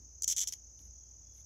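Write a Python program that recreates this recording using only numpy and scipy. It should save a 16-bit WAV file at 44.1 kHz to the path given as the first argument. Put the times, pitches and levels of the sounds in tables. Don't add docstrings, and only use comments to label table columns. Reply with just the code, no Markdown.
import sys
import numpy as np
from scipy import signal
from scipy.fft import rfft, irfft
from scipy.io import wavfile

SR = 44100
rng = np.random.default_rng(int(sys.argv[2]) if len(sys.argv) > 2 else 0)


def unload_wav(signal):
    wavfile.write(
        sys.argv[1],
        SR,
        np.round(np.clip(np.atleast_2d(signal).T, -1, 1) * 32767).astype(np.int16),
    )


N = 63945
T = np.arange(N) / SR
BIN_HZ = np.maximum(np.fft.rfftfreq(N, 1 / SR), 1)

# start in seconds, first rib's level in dB, number of ribs,
# gap between ribs in ms, send to the body in dB.
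TYMBAL_STROKES = [(.2224, -22, 2, 1.9, -17), (.2346, -22, 2, 2.0, -13), (.2425, -19.5, 2, 2.4, -4),
                  (.2727, -42, 1, 2, -6), (.2783, -17, 4, 2.13, -6), (.2884, -21.5, 4, 2.45, 0),
                  (.3000, -19, 4, 2.7, -2), (.3116, -19, 4, 2.47, -1), (.3224, -20, 2, 3.0, 0),
                  (.3272, -27, 4, 3.4, 5), (.3649, -25, 2, 1.8, -2), (.3711, -23, 3, 3.2, 1),
                  (.3812, -21, 4, 2.75, 3), (.3928, -20.5, 2, 3.1, 0), (.4043, -21.5, 4, 2.65, 1),
                  (.4147, -21.5, 4, 2.8, 3), (.4251, -25, 3, 2.8, 5), (.4338, -24.5, 3, 3.4, 3),
                  (.4736, -24, 4, 2.35, -3), (.4849, -26, 4, 2.95, -1), (.5241, -29.5, 4, 2.4, 4),
                  (.5358, -28.5, 2, 3.2, 3)]
# centre in Hz, width in Hz, gain in dB.
BODY_RESONANCES = [(2310, 650, -27.5), (3424, 620, -17), (3946, 680, -25.5)]
# centre in seconds, length in seconds, level in dB.
GRASS_RUSTLES = [(0.44, 0.013, -58), (0.514, 0.074, -63), (0.811, 0.029, -69.5), (0.859, 0.026, -72),
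                 (1.385, 0.059, -69)]
# start in seconds, level in dB.
STALK_SNAPS = [(.4995, -53), (.5125, -57), (.7915, -60), (1.4135, -69)]
# centre in seconds, length in seconds, pitch in Hz, level in dB.
WHISTLE_NOTES = [(1.048, 0.15, 3290, -90.5), (1.329, .13, 3380, -85.5), (1.392, 0.0064, 2150, -76.5)]
# time in seconds, level in dB.
HUM_LEVELS = [(0.0, -63), (0.032, -58), (0.512, -64.5), (0.552, -89), (0.592, -62), (0.662, -59),
              (0.822, -63.5), (0.844, -57.5), (0.896, -53.5), (0.952, -61.5), (1.416, -61), (1.45, -83)]
# centre in seconds, length in seconds, level in dB.
RUMBLE_SWELLS = [(0.023, 0.093, -65), (0.808, 0.028, -63), (0.874, 0.062, -66.5), (1.31, 0.082, -75)]
# frequency in Hz, relative level in dB.
RIB_SNAP_EQ = [(1500, -30.5), (3000, -33), (5000, 2), (7500, 5), (9000, 2.5), (11300, -4), (13000, 2.5),
               (15300, -9.5), (16500, -35)]
CHORUS_EQ = [(3000, -56), (4300, -34.5), (4900, -25.5), (5200, -14.5), (5650, -12.5), (5950, -2.5),
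             (6180, 2), (6450, -9), (6850, -20), (7150, -22.5), (7600, -28.5), (8800, -45), (10500, -43.5),
             (12000, -31.5), (13200, -34), (16000, -52)]
RUSTLE_EQ = [(800, -4), (2200, -3.5), (3500, -3), (6000, -6), (8000, -4), (11500, 7), (15000, -5),
             (16500, -24)]
STALK_EQ = [(1000, -25), (2200, -20), (3600, 0), (6000, -8), (12000, -10), (16000, -24)]
RUMBLE_EQ = [(40, -20), (85, 9), (130, -1), (300, -10.5), (600, -21.5), (1500, -38.5)]
AIR_EQ = [(20, -23), (45, -6.5), (85, 2), (125, -9.5), (200, -17.5), (400, -20.5), (800, -25.5),
          (1500, -35), (3000, -40.5), (6000, -62), (16000, -62)]
# frequency in Hz, left-right likeness (1 is mono).
STEREO_LIKENESS = [(50, 1), (125, 0.94), (250, 0.85), (600, 0.51), (1100, 0.11), (2200, 1), (5000, .97),
                   (7000, 1), (12000, .88)]
# frequency in Hz, phase lag in radians.
LEFT_MIC_LAG = [(7200, 0), (8000, 1.3), (9000, 3.1), (9700, 3.8), (10300, 5.5), (11500, 6.3), (12300, 7.8),
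                (13200, 9.4), (14200, 9.9), (15000, 12), (16000, 12.6)]

RIB_LOSS_DB, RIB_SPREAD_DB, RIB_JITTER_S = 2.4, 0.4, .00006
RIB_HZ, PITCH_SPREAD, GLIDE_HZ, GLIDE_S = 5950, 0.027, 2016, .00019
RIB_SAG_HZ_PER_S = 1050
RISE_S, RING_HOLD_S, RING_DECAY_S, RING_DB = .00031, .00045, .00035, -0.5
SNAP_DECAY_S, SNAP_DB, KNOCK_DECAY_S = .00082, -8.5, .00041


def cicada():
    rings, snaps, knocks = np.zeros((3, N))
    first_stroke = TYMBAL_STROKES[0][0]
    for start, db, ribs, gap_ms, body_db in TYMBAL_STROKES:
        for rib, (late, softer, sharper) in enumerate(rng.standard_normal((4, 3))[:ribs]):
            at = start + rib * gap_ms / 1000 + RIB_JITTER_S * late
            span = slice(int(at * SR) - 100, int(at * SR) + 300)
            t = T[span] - at
            gain = from_db(db - RIB_LOSS_DB * rib - RIB_SPREAD_DB * softer)
            final_hz = RIB_HZ * (1 + PITCH_SPREAD * sharper) - RIB_SAG_HZ_PER_S * (at - first_stroke)
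            hz = final_hz + GLIDE_HZ * (1 - np.tanh((t + RISE_S / 2) / GLIDE_S / 2)) / 2
            rise = np.exp(-.5 * (np.minimum(t, 0) / RISE_S) ** 2)
            fall = np.exp((RING_HOLD_S - np.hypot(np.maximum(t, 0), RING_HOLD_S)) / RING_DECAY_S)
            rings[span] += gain * rise * fall * np.sin(2 * np.pi * (np.cumsum(hz) / SR + rng.random()))
            since_snap = t + RISE_S
            attack = gain * np.exp(-(np.minimum(since_snap, 0) / RISE_S) ** 2)
            age = np.maximum(since_snap, 0)
            snaps[span] += attack * np.exp(-age / SNAP_DECAY_S)
            knocks[span] += from_db(body_db) * attack * np.exp(-age / KNOCK_DECAY_S)
    knocks *= rng.standard_normal(N)
    body = sum(from_db(db) * resonance(knocks, hz, width) for hz, width, db in BODY_RESONANCES)
    crackle = equalise(snaps * rng.standard_normal(N), RIB_SNAP_EQ)
    return from_db(RING_DB) * rings + from_db(SNAP_DB) * crackle + body


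def yard_reflections(dry, dull_hz=7400):
    ahead = from_db(-16) * reverb(dry, t60_s=.03, channels=1)
    sides = from_db(-18) * reverb(dry, t60_s=.03, channels=2)
    dull = signal.sosfilt(signal.butter(2, dull_hz, fs=SR, output="sos"), dry)
    return dry + ahead + sides + from_db(-14) * reverb(dull, t60_s=.16, channels=2)


def far_insects(pulses_per_s=38.52, top_hz=6716, arch_hz=183.6, blur_hz=50, depth_db=15.5):
    dip = (1 - np.cos(2 * np.pi * pulses_per_s * T)) / 2
    phase = 2 * np.pi * np.cumsum(top_hz - arch_hz * dip) / SR
    blur = drift(blur_hz) + 1j * drift(blur_hz)
    blur /= np.abs(blur) ** 0.47
    tone = unit_rms(np.real(blur * np.exp(1j * phase)))
    trill = from_db(-56.5 - depth_db * dip) * tone
    chorus = from_db(-58.5) * wide_noise(CHORUS_EQ)
    return trill + chorus


def grass(grain_db=4, grain_hz=180, stalk_decay_s=.0026):
    brush = sum(from_db(db) * swell(at, length) for at, length, db in GRASS_RUSTLES)
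    grain = unit_rms(from_db(grain_db * drift(grain_hz)))
    ticks = sum(from_db(db) * (T > at) * np.exp(-np.abs(T - at) / stalk_decay_s)
                for at, db in STALK_SNAPS)
    return brush * grain * wide_noise(RUSTLE_EQ) + ticks * wide_noise(STALK_EQ)


def far_whistles(waver_hz=33.8, sag_hz_per_s=400):
    waver = waver_hz * drift(60)
    notes = np.zeros(N)
    for at, length, hz, db in WHISTLE_NOTES:
        pitch = hz + waver - sag_hz_per_s * (T - at)
        notes += from_db(db) * swell(at, length) * sine(pitch)
    return notes


def outdoor_bed(hum_hz=58.8, waver_hz=1.06, air_db=-65.5):
    hum_db = np.interp(T, *np.transpose(HUM_LEVELS))
    hum = from_db(hum_db) * sine(hum_hz + waver_hz * drift(3.9))
    swells = sum(from_db(db) * swell(at, length) for at, length, db in RUMBLE_SWELLS)
    rumble = swells * wide_noise(RUMBLE_EQ)
    return hum + rumble + from_db(air_db) * wide_noise(AIR_EQ)


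def from_db(db):
    return 10 ** (np.asarray(db) / 20)


def unit_rms(x):
    return x / np.sqrt(np.mean(x ** 2) + 1e-20)


def sine(hz):
    return unit_rms(np.sin(2 * np.pi * np.cumsum(hz) / SR))


def swell(at, length):
    return np.exp(-2 * ((T - at) / length) ** 2)


def drift(hz):
    return unit_rms(irfft(rfft(rng.standard_normal(N)) / (1 + (BIN_HZ / hz) ** 2), N))


def per_bin(curve):
    hz, value = np.transpose(curve)
    return np.interp(np.log(BIN_HZ), np.log(hz), value)


def equalise(x, eq):
    return irfft(rfft(x) * unit_rms(from_db(per_bin(eq))), N)


def wide_noise(eq):
    alike = np.clip(per_bin(STEREO_LIKENESS), 0, 1)
    mid, side = rfft(rng.standard_normal((2, N)))
    stereo = irfft(np.sqrt(1 + alike) * mid + np.sqrt(1 - alike) * side * [[1], [-1]], N)
    return unit_rms(equalise(stereo, eq))


def resonance(x, hz, width_hz):
    band = signal.butter(2, [hz - width_hz / 2, hz + width_hz / 2], "band", fs=SR, output="sos")
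    return signal.sosfilt(band, x + 1e-18) * np.sqrt(SR / 2 / width_hz)


def reverb(x, t60_s, channels, predelay_s=.001):
    t = T[:N // 3]
    echoes = rng.standard_normal((channels, len(t))) * from_db(-60 * t / t60_s) * (t > predelay_s)
    return signal.fftconvolve(x[None], unit_rms(echoes) / np.sqrt(len(t)), axes=1)[:, :N]


def scene():
    return yard_reflections(cicada()) + far_insects() + grass() + far_whistles() + outdoor_bed()


def record(dry, cutoff_hz=16600):
    left = irfft(rfft(dry[0]) * np.exp(-1j * per_bin(LEFT_MIC_LAG)), N)
    high_cut = signal.ellip(10, .1, 80, cutoff_hz, fs=SR, output="sos")
    return signal.sosfilt(high_cut, [left, dry[1]])


dry = scene()
out = record(dry)
unload_wav(out)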